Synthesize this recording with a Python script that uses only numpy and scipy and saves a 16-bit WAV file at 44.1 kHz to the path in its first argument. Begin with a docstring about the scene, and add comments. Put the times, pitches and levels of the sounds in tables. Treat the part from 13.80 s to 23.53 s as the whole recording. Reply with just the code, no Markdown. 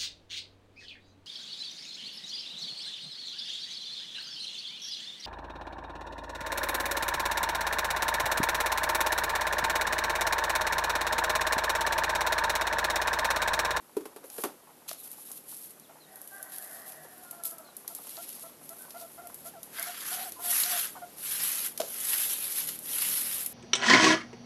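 """A village courtyard with a wet mud floor. Someone steps across it, handles a short straw broom, then
sweeps in uneven strokes: stalk tips crackle, the pressed bundle scrapes, mud slaps, the broom knocks.
A hen clucks; further off, chicks peep and a rooster gives one hoarse crow. House walls answer faintly
and a distant motor hums under the open air. The small microphone rings in the high treble."""
import sys
import numpy as np
from scipy import signal
from scipy.fft import rfft, irfft
from scipy.io import wavfile

SR = 44100
rng = np.random.default_rng(int(sys.argv[2]) if len(sys.argv) > 2 else 0)


def master_out(mix):
    """Clip the mix to full scale and print it as 16-bit PCM to the path in sys.argv[1]."""
    frames = np.transpose(np.atleast_2d(mix))
    ceiling = np.clip(frames, -1, 1)
    pcm = np.round(ceiling * 32767).astype(np.int16)
    wavfile.write(sys.argv[1], SR, pcm)


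N = 429093
TIME = np.arange(N) / SR

# broom strokes over the floor: start_s, rise_s, length_s, force_db, bite_db, scrape_vs_hiss_db
STROKES = [(5.902, 0.1, 0.56, -46.5, 4, -1.5), (6.144, .16, 0.32, -41.5, 4.5, -6),
           (6.579, 0.19, 0.47, -32, 5.5, -10), (7.358, 0.24, 0.5, -33, -1.5, -7),
           (8.012, 0.37, 0.72, -35, 6, -8), (8.659, 0.12, 0.27, -39, 7, -7.5),
           (9.012, 0.22, 0.605, -32, 1.5, -8)]
# bright EQ of the stalk tips: freq_hz, gain_db
STALKS = [(100, -58), (1000, -23), (3000, -8), (6000, -2), (8500, 2), (11500, 7), (14000, 1)]
# midrange EQ of the pressed bundle: freq_hz, gain_db
SCRAPE = [(70, -45), (300, -32), (600, -11), (1000, -4.5), (1500, -1.5), (3200, 2.5), (4500, 1), (6500, -2),
          (9000, -13), (14000, -30)]


def sweeping(hiss_db=-2.0, scrape_db=-0.28, wet_db=-2, drying_db_per_s=7):
    """Dragged tips merge into a swish; pressure adds scrape, and a squelch while the broom is soaked."""
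    hiss, scrape = stroke_envelopes()
    tips, bundle = bristles(rate=16000, spread_db=0.5, snag_rate=193, snag_db=-12.0, patchy_db=1.5)
    squelch = band(grains(rate=2500, spread_db=3.6), hz=1500, width_hz=1100)
    wetness = undb(wet_db - drying_db_per_s * np.abs(TIME - STROKES[0][0]))
    body = undb(scrape_db) * colour(bundle, SCRAPE) + wetness * squelch
    return flexing(undb(hiss_db) * hiss * colour(tips, STALKS) + scrape * body)


def stroke_envelopes(trail_hiss_db=-62, trail_scrape_db=-66, bite_share=0.35, ease_db_per_s=7):
    """Each stroke bites as the stalks bend, then drags and eases; between strokes the tips trail."""
    # the hand leans in mid-stroke and the bundle grinds: centre_s, half_width_s, scrape_db
    pushes = [(6.775, 0.035, -39.5), (6.94, 0.051, -36.5), (7.06, 0.026, -42), (7.605, 0.0048, -33),
              (8.345, 0.022, -39.5), (9.245, 0.016, -38.5)]
    started = TIME > STROKES[0][0]
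    hiss, scrape = started * undb(trail_hiss_db), started * undb(trail_scrape_db)
    for start, rise, length, db, bite_db, rub_db in STROKES:
        press = pressure(start, rise, length, release_s=0.02)
        dragged_s = TIME - start - rise
        bite = np.exp(-(dragged_s / (bite_share * rise)) ** 2)
        force = undb(db + bite_db * bite - ease_db_per_s * np.clip(dragged_s, 0, length))
        hiss = np.hypot(hiss, force * press ** 0.5)
        scrape = np.hypot(scrape, force * undb(rub_db) * press ** 0.66)  # needs more pressure than hiss
    for s, width, db in pushes:
        scrape = np.hypot(scrape, undb(db) * np.exp(-((TIME - s) / width) ** 2 / 2))
    return hiss, scrape


def handling(hiss_db=-1.0, scrape_db=-4, sag_db_per_s=6):
    """The loose bundle rustles in the hand: a brush of fine clicks and a gritty stalk-on-stalk rub."""
    # the broom lifted, turned and wetted: start_s, rise_s, length_s, force_db, scrape_vs_hiss_db
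    rustles = [(0.396, 0.22, 0.22, -45.5, -11), (1.075, 0.013, 0.015, -40, 1.5),
               (1.156, 0.045, 0.42, -49, -9), (1.607, 0.13, 0.29, -47.5, -11.5),
               (2.306, 0.022, 0.34, -56, -12), (2.677, 0.029, 0.42, -48.5, -8.5),
               (3.055, 0.016, 0.49, -56, -6), (3.618, 0.062, 0.04, -38, -16),
               (4.035, 0.28, 0.4, -46.5, -3.5), (4.441, 0.051, 0.22, -46.5, -3.5),
               (4.807, 0.017, 0.86, -53, -14), (5.147, .035, 0.074, -52, 1),
               (5.638, 0.033, 0.027, -45.5, -6)]
    hiss, scrape = np.zeros((2, N))
    for start, rise, length, db, rub_db in rustles:
        sag_db = sag_db_per_s * np.clip(TIME - start - rise, 0, length)
        move = pressure(start, rise, length, release_s=0.033) * undb(db - sag_db)
        hiss = np.hypot(hiss, move)
        scrape = np.hypot(scrape, move * undb(rub_db))
    tips, bundle = bristles(rate=10000, spread_db=2.6, snag_rate=80, snag_db=-10.5, patchy_db=2.2)
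    grit = band(flexing(bundle), hz=3900, width_hz=5200)
    return undb(hiss_db) * hiss * colour(tips, STALKS) + undb(scrape_db) * scrape * grit


def pressure(start, rise, length, release_s):
    """One move of the hand: pressure builds smoothly, holds, then dies as the stalks straighten."""
    t = TIME - start
    attack = np.sin(np.pi / 2 * np.clip(t / rise, 0, 1)) ** 2
    return attack * np.exp(-np.maximum(t - length, 0) / release_s)


def bristles(rate, spread_db, snag_rate, snag_db, patchy_db, snag_s=0.0025):
    """Crackle for tips and bundle: stalks slip one by one, and a snagged tuft lets go in a burst."""
    snags = (rng.random(N) < snag_rate / SR) * rng.random(N) ** 2
    bursts = unit(tails(snags, snag_s))
    contact = unit((1 + undb(snag_db) * bursts) * undb(patchy_db * walk(45)))
    return contact * grains(rate, spread_db), contact * grains(rate, spread_db)


def flexing(x, count=26, q=26, depth=0.43):
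    """The free length of the stalks keeps changing, so their resonances flicker and recolour the rasp."""
    for hz in np.geomspace(1300, 8000, count):
        x = x + depth * walk(48) * resonance(x, hz, hz / q)
    return x


def flicks(snap_db=7, tick_db=-8, crack_db=-7, fade_s=0.0021, shake_db=-16, shake_s=0.066,
           slide_db=-9, slide_s=0.00082):
    """A stalk slides, springs free with a single sharp snap and shakes its neighbours."""
    # stalks flicking and spitting: snap_s, level_db, low_crack_offset_db
    releases = [(0.501, -36, -2), (0.637, -36, -2), (1.092, -31, 2), (1.5163, -27.5, -36),
                (1.998, -40, -32), (2.358, -36.5, -28), (2.416, -37.5, -36), (2.4752, -34, -19),
                (2.6277, -28, -36), (2.783, -29.5, -29), (3.5109, -29.5, -36), (3.6368, -26, -34),
                (3.654, -21, -35), (3.7833, -34, -36), (3.9674, -29.5, -29), (4.0782, -24, -10.5),
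                (4.15, -27, -36), (4.369, -42, 9), (4.8923, -30.5, -22), (5.106, -37, 0),
                (5.4713, -34, -23), (5.544, -31, -32), (5.831, -29.5, -12), (5.996, -25, -6),
                (6.027, -24, -23), (6.521, -29.5, -6.5), (6.835, -26, 11), (7.9765, -24, -5.5),
                (8.0026, -29.5, 6.5), (8.21, -26, -26), (8.99, -28.5, -38), (9.662, -20.5, -27)]
    snap, tick, crack = np.zeros((3, N))
    lead_s = (SR // 32) / SR
    t = TIME[:SR // 8] - lead_s
    slide = undb(slide_db) * np.exp(-np.abs(t) / slide_s)
    sprung = np.exp(-np.abs(t) / fade_s) + undb(shake_db) * np.exp(-np.abs(t) / shake_s)
    envelope = np.where(t < 0, slide, sprung)
    for s, db, low_db in releases:
        add(snap, s, undb([db + snap_db]))
        add(tick, s - lead_s, envelope * undb(db + tick_db))
        add(crack, s - lead_s, envelope * undb(db + low_db + crack_db))
    # EQ of the lower crack: freq_hz, gain_db
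    crack_eq = [(100, -19), (400, 8), (1500, 12), (4200, 21), (7000, 20.5), (14000, -36)]
    bright = colour(snap + tick * rng.standard_normal(N), STALKS)
    return bright + colour(crack * rng.standard_normal(N), crack_eq)


def slaps(attack_s=0.0036, fade_s=0.012, spatter_db=-17, spatter_s=0.058):
    """Each soft blow thuds on the mud; water squirts out and spatters down."""
    # feet, wet lumps and drops landing: start_s, pitch_hz, thud_db, splash_db
    landings = [(0.167, 405, -16, -39.5), (0.206, 359, -35, -53), (0.255, 434, -36, -42.5),
                (0.362, 425, -38, -44.5), (0.44, 532, -38, -49), (0.582, 465, -28, -38.5),
                (0.637, 419, -26.5, -27), (0.653, 358, -27, -61), (3.247, 512, -43, -59),
                (5.983, 2090, -34.5, -53), (6.03, 2160, -35.5, -51), (7.9995, 631, -19.5, -35),
                (8.033, 556, -33, -55)]
    # damped modes of a thud: pitch_ratio, gain_db, t60_s
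    thud_modes = [(1, 0, 0.042), (.76, -14.5, 0.095), (2.4, -24, 0.044)]
    # EQ of the splash: freq_hz, gain_db
    splash_eq = [(40, -71), (200, 9.5), (400, 17), (1000, 14), (2000, 2.5), (5000, -1.5), (14000, -2)]
    thuds, squirt = np.zeros((2, N))
    t = TIME[:SR // 4]
    attack = 1 - np.exp(-(t / attack_s) ** 2)
    spray = np.exp(-t / fade_s) + undb(spatter_db) * np.exp(-t / spatter_s)
    for s, hz, thud_db, splash_db in landings:
        ring = sum(undb(db) * np.sin(2 * np.pi * hz * k * t) * decay(t, t60) for k, db, t60 in thud_modes)
        add(thuds, s, 2 * undb(thud_db) * ring * attack)
        add(squirt, s, undb(splash_db) * spray)
    return thuds + colour(squirt * grains(rate=7000, spread_db=1.0), splash_eq)


def knocks(click_db=9):
    """The broom hits something hard: one sharp click and a short, dead ring."""
    # hard contacts: start_s, level_db
    hits = [(1.114, -29.5), (8.0168, -27)]
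    # modes of a knock: freq_hz, gain_db, t60_s
    modes = [(664, -1, .025), (1190, -3, 0.01)]
    ring, click = np.zeros((2, N))
    t = TIME[:SR // 8]
    body = sum(undb(db) * np.cos(2 * np.pi * hz * t) * decay(t, t60) for hz, db, t60 in modes)
    for s, db in hits:
        add(ring, s, undb(db) * body)
        add(click, s, undb([db + click_db]))
    return ring + colour(click, SCRAPE)


def shuffles(level_db=-65):
    """Feet shifting on the wet ground make small random pats until the sweeping starts."""
    envelope = tails(np.abs(grains(rate=22, spread_db=2)), fade_s=0.012)
    pats = band(envelope * rng.standard_normal(N), hz=850, width_hz=800)
    return undb(level_db) * pats * (TIME < STROKES[0][0])


def hen(arch=0.035, jitter=0.022, rasp=0.23, swoop_s=0.0111, third_db=-15):
    """Short arching notes; each starts with a rough catch in the throat and settles on its own pitch."""
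    out = np.zeros(N)
    waver = 1 + jitter * walk(220)
    flutter = 1 + rasp * walk(300)
    catch = band(rng.standard_normal(N), hz=920, width_hz=450)
    for s, length, hz, db, octave_db, catch_db, glide, swoop in hen_notes():
        u, swell = note(length)
        here = slice(int(s * SR), int(s * SR) + len(u))
        bend = arch * (swell - swell.mean()) + glide * (u - .5) + swoop * np.exp(-u * length / swoop_s)
        phase = turns(hz * (1 + bend) * waver[here])
        overtones = np.sin(2 * phase) + undb(third_db) * np.sin(3 * phase)
        voice = np.sin(phase) + undb(octave_db) * overtones
        onset = undb(catch_db) * (1 - u) ** 2 * catch[here]
        add(out, s, undb(db) * swell * (flutter[here] * voice + onset))
    return out


def hen_notes(cluck_s=0.041, cluck_octave_db=-5.5, cluck_glide=0.041,
              hoot_octave_db=-10.5, hoot_catch_db=-12, hoot_glide=-0.021):
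    """Clucks are bright, rough and rising; the purer hoots swoop from above and sink a little."""
    # clucks: start_s, pitch_hz, level_db, catch_db
    clucks = [(2.085, 660, -54.5, -18), (4.098, 675, -50.5, -1), (4.373, 668, -44, 0),
              (4.634, 655, -47, -3), (4.9, 666, -45.5, -12), (5.142, 684, -44, -5), (5.378, 678, -44.5, -5),
              (5.65, 681, -45.5, -8), (5.982, 684, -44.5, -6), (6.314, 733, -41, -2), (6.586, 696, -47, -1),
              (6.848, 706, -43, -16), (7.153, 736, -45, 7)]
    # hoots: start_s, length_s, pitch_hz, level_db, swoop_share_of_pitch
    hoots = [(5.207, 0.056, 676, -43, 0.018), (5.435, 0.041, 678, -44, 0.11),
             (5.736, 0.06, 672, -46.5, 0.38), (6.068, 0.046, 708, -40.5, 0),
             (6.368, 0.038, 691, -41.5, 0.07), (6.405, 0.038, 745, -40.5, 0),
             (6.452, 0.045, 697, -43.5, 0.21), (6.634, 0.088, 702, -42, 0.0045),
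             (6.901, 0.082, 691, -38.5, 0.17), (7.215, 0.037, 703, -38.5, 0.018)]
    for s, hz, db, catch_db in clucks:
        yield s, cluck_s, hz, db, cluck_octave_db, catch_db, cluck_glide, 0
    for s, length, hz, db, swoop in hoots:
        yield s, length, hz, db, hoot_octave_db, hoot_catch_db, hoot_glide, swoop


def rooster(throat_hz=660, throat_width_hz=150, throat_db=3, beak_width_hz=260, leak_db=-7.5,
            rasp_db=-5, split_db=-3, throb_from_s=3.455, throb_hz=15.4, throb_db=5.5):
    """A crow through a fixed throat and a moving beak formant: clear note, hoarse swell, throbbing fall."""
    # contour of the crow: time_s, pitch_hz, level_db, beak_hz, hoarseness_0_to_1
    crow = [(2.2, 369.6, -80, 1900, .6), (2.32, 379, -61.5, 1820, 0.65), (2.5, 381, -75, 1700, 0.88),
            (2.53, 392, -49.5, 1560, 0.2), (2.595, 390, -49, 1600, 0.35), (2.635, 384.6, -62, 1720, 0.8),
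            (3.0, 386.3, -56, 1840, 0.85), (3.36, 368.4, -65, 1710, 0.69), (3.47, 351, -60.5, 1380, 0.29),
            (3.78, 326, -61, 1312, 0.41), (3.86, 282, -60, 1380, 0.47), (3.96, 270.7, -84, 1360, 0.4)]
    hz, db, beak_hz, hoarse = curves(crow)
    jitter = .025 * walk(200) + .014 * walk(25)
    phase = turns(hz * (1 + hoarse * jitter))
    voice = 0
    for k in np.arange(5, 17) / 3:  # a hoarse voice splits into thirds of its pitch
        share = hoarse * undb(split_db) if k % 1 else 1
        throat = undb(throat_db) / (1 + (2 * (k * hz - throat_hz) / throat_width_hz) ** 2)
        beak = 1 / (1 + (2 * (k * hz - beak_hz) / beak_width_hz) ** 2)
        flutter = np.sqrt(1 - hoarse ** 2) + hoarse * walk(90)
        voice += share * (throat + beak + hoarse * undb(leak_db)) * flutter * np.sin(k * phase)
    rasp = hoarse * undb(rasp_db) * band(rng.standard_normal(N), throat_hz, throat_width_hz)
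    throb = throb_db * np.sin(2 * np.pi * throb_hz * np.maximum(TIME - throb_from_s, 0))
    crowing = (TIME > crow[0][0]) & (TIME < crow[-1][0])
    return (voice + rasp) * undb(db + throb) * crowing


def chicks(quaver=0.42):
    """Thin falling whistles with a quick quaver in level."""
    # peeps and other thin bird notes: start_s, length_s, start_hz, end_hz, level_db
    peeps = [(1.16, .07, 4520, 3550, -60), (2.032, 0.032, 4300, 3100, -60.5),
             (2.2, 0.06, 4300, 3660, -59.5), (3.843, 0.072, 4430, 3780, -59),
             (4.99, 0.066, 1545, 1484, -57.5), (6.558, 0.053, 1022, 1013, -51)]
    out = np.zeros(N)
    for s, length, start_hz, end_hz, db in peeps:
        u, swell = note(length)
        add(out, s, undb(db) * swell * np.sin(turns(start_hz + (end_hz - start_hz) * u)))
    return out * (1 + quaver * walk(400))


def motor(drift=0.0062, waver_db=4.0):
    """A motor hums far away; its speed drifts and each harmonic wavers in level."""
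    # swell of the hum: time_s, level_db
    swell = [(0, -71.5), (5.2, -70.5), (5.7, -63.5), (8.6, -64.5), (9.3, -58.5)]
    # harmonics of the hum: freq_hz, gain_db
    harmonics = [(78, -13.5), (117, -15), (156, -3.5), (195, -7), (234, -4.5)]
    speed = 1 + drift * walk(4)
    hum = sum(undb(db + waver_db * walk(14)) * np.sin(turns(hz * speed)) for hz, db in harmonics)
    return hum * undb(curves(swell)[0])


def open_air(start_db=-59, rise_db_per_s=0.6962):
    """The murmur of the land: a soft noise bed that slowly grows."""
    # EQ of the outdoor air: freq_hz, gain_db
    air_eq = [(25, -17), (70, -10), (130, -3.5), (260, 7.5), (600, 4.5), (1000, -1.5), (2000, -6),
              (4000, -9), (14000, -9.5)]
    return colour(rng.standard_normal(N), air_eq) * undb(start_db + rise_db_per_s * TIME)


def yard(x, wet_db, t60_s, predelay_s=0.02, dull_hz=2400):
    """Walls and trees add scattered, dulled reflections."""
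    t = TIME[:SR]
    echoes = grains(rate=1500, spread_db=3.3)[:SR] * decay(t, t60_s) * (t > predelay_s)
    echoes = signal.lfilter(*signal.butter(1, dull_hz, fs=SR), echoes / np.linalg.norm(echoes))
    return x + undb(wet_db) * signal.fftconvolve(x, echoes)[:N]


def undb(db):
    """Decibels to gain."""
    return 10 ** (np.asarray(db) / 20)


def unit(x):
    """Scale to rms 1."""
    return x / np.sqrt(np.mean(x ** 2) + 1e-20)


def curves(rows):
    """Breakpoint rows to one automation curve per value column."""
    s, *columns = np.transpose(rows)
    return [np.interp(TIME, s, c) for c in columns]


def add(track, s, sound):
    """Mix a sound in at s seconds."""
    i = max(int(s * SR), 0)
    track[i:i + len(sound)] += sound[:N - i]


def walk(rate):
    """Random modulation of rms 1, gliding to rate new values a second."""
    knots = rng.standard_normal(int(N / SR * rate) + 2)
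    return unit(np.interp(TIME * rate, np.arange(len(knots)), knots))


def grains(rate, spread_db):
    """Random tiny clicks, about rate a second, a few louder than the rest."""
    hit = rng.random(N) < rate / SR
    size = undb(spread_db * np.minimum(rng.exponential(size=N), 6))
    return unit(hit * size * rng.choice([-1, 1], N))


def colour(x, points, size=4096):
    """Minimum-phase EQ through (freq_hz, gain_db) points that keeps the power of white noise."""
    hz, db = np.transpose(points)
    bins_hz = np.arange(size // 2 + 1) * SR / size
    gain = undb(np.interp(np.log(bins_hz + 1), np.log(hz), db))
    cepstrum = irfft(np.log(gain))
    cepstrum[1:size // 2] *= 2
    cepstrum[size // 2 + 1:] = 0
    response = irfft(np.exp(rfft(cepstrum)))
    return signal.fftconvolve(x, response / np.linalg.norm(response))[:N]


def resonance(x, hz, width_hz):
    """Band-pass with gain 1 at its centre."""
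    return signal.lfilter(*signal.iirpeak(hz, hz / width_hz, fs=SR), x)


def band(x, hz, width_hz):
    """Two band-passes in series, scaled to rms 1."""
    return unit(resonance(resonance(x, hz, width_hz), hz, width_hz))


def decay(t, t60_s):
    """Envelope that falls 60 dB in t60_s."""
    return np.exp(-np.log(1000) * t / t60_s)


def tails(clicks, fade_s):
    """Give each click an exponential tail."""
    return signal.lfilter([1], [1, -np.exp(-1 / (fade_s * SR))], clicks)


def note(length):
    """Progress u (0-1) through a call, and its rounded swell."""
    u = np.linspace(0, 1, int(length * SR))
    return u, np.sqrt(4 * u * (1 - u))


def turns(hz):
    """Phase in radians of an oscillator that follows a pitch."""
    return 2 * np.pi * np.cumsum(hz) / SR


def scene():
    """Broom and feet are near; the birds are further off and carry more echo."""
    foreground = handling() + sweeping() + flicks() + slaps() + knocks() + shuffles()
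    near = yard(foreground, wet_db=-13.5, t60_s=0.17)
    middle = yard(hen(), wet_db=-12.5, t60_s=0.15)
    far = yard(rooster() + chicks(), wet_db=-1.5, t60_s=0.27)
    return (near + middle + far + open_air() + motor())[None]


def record(dry, port_hz=11350, port_width_hz=1500, ring_db=6, top_hz=13900):
    """The microphone port rings in the high treble; the top is cut steeply."""
    sound = dry + undb(ring_db) * resonance(dry, port_hz, port_width_hz)
    return signal.sosfilt(signal.ellip(12, .2, 80, top_hz, fs=SR, output="sos"), sound)


dry = scene()
out = record(dry)
master_out(out)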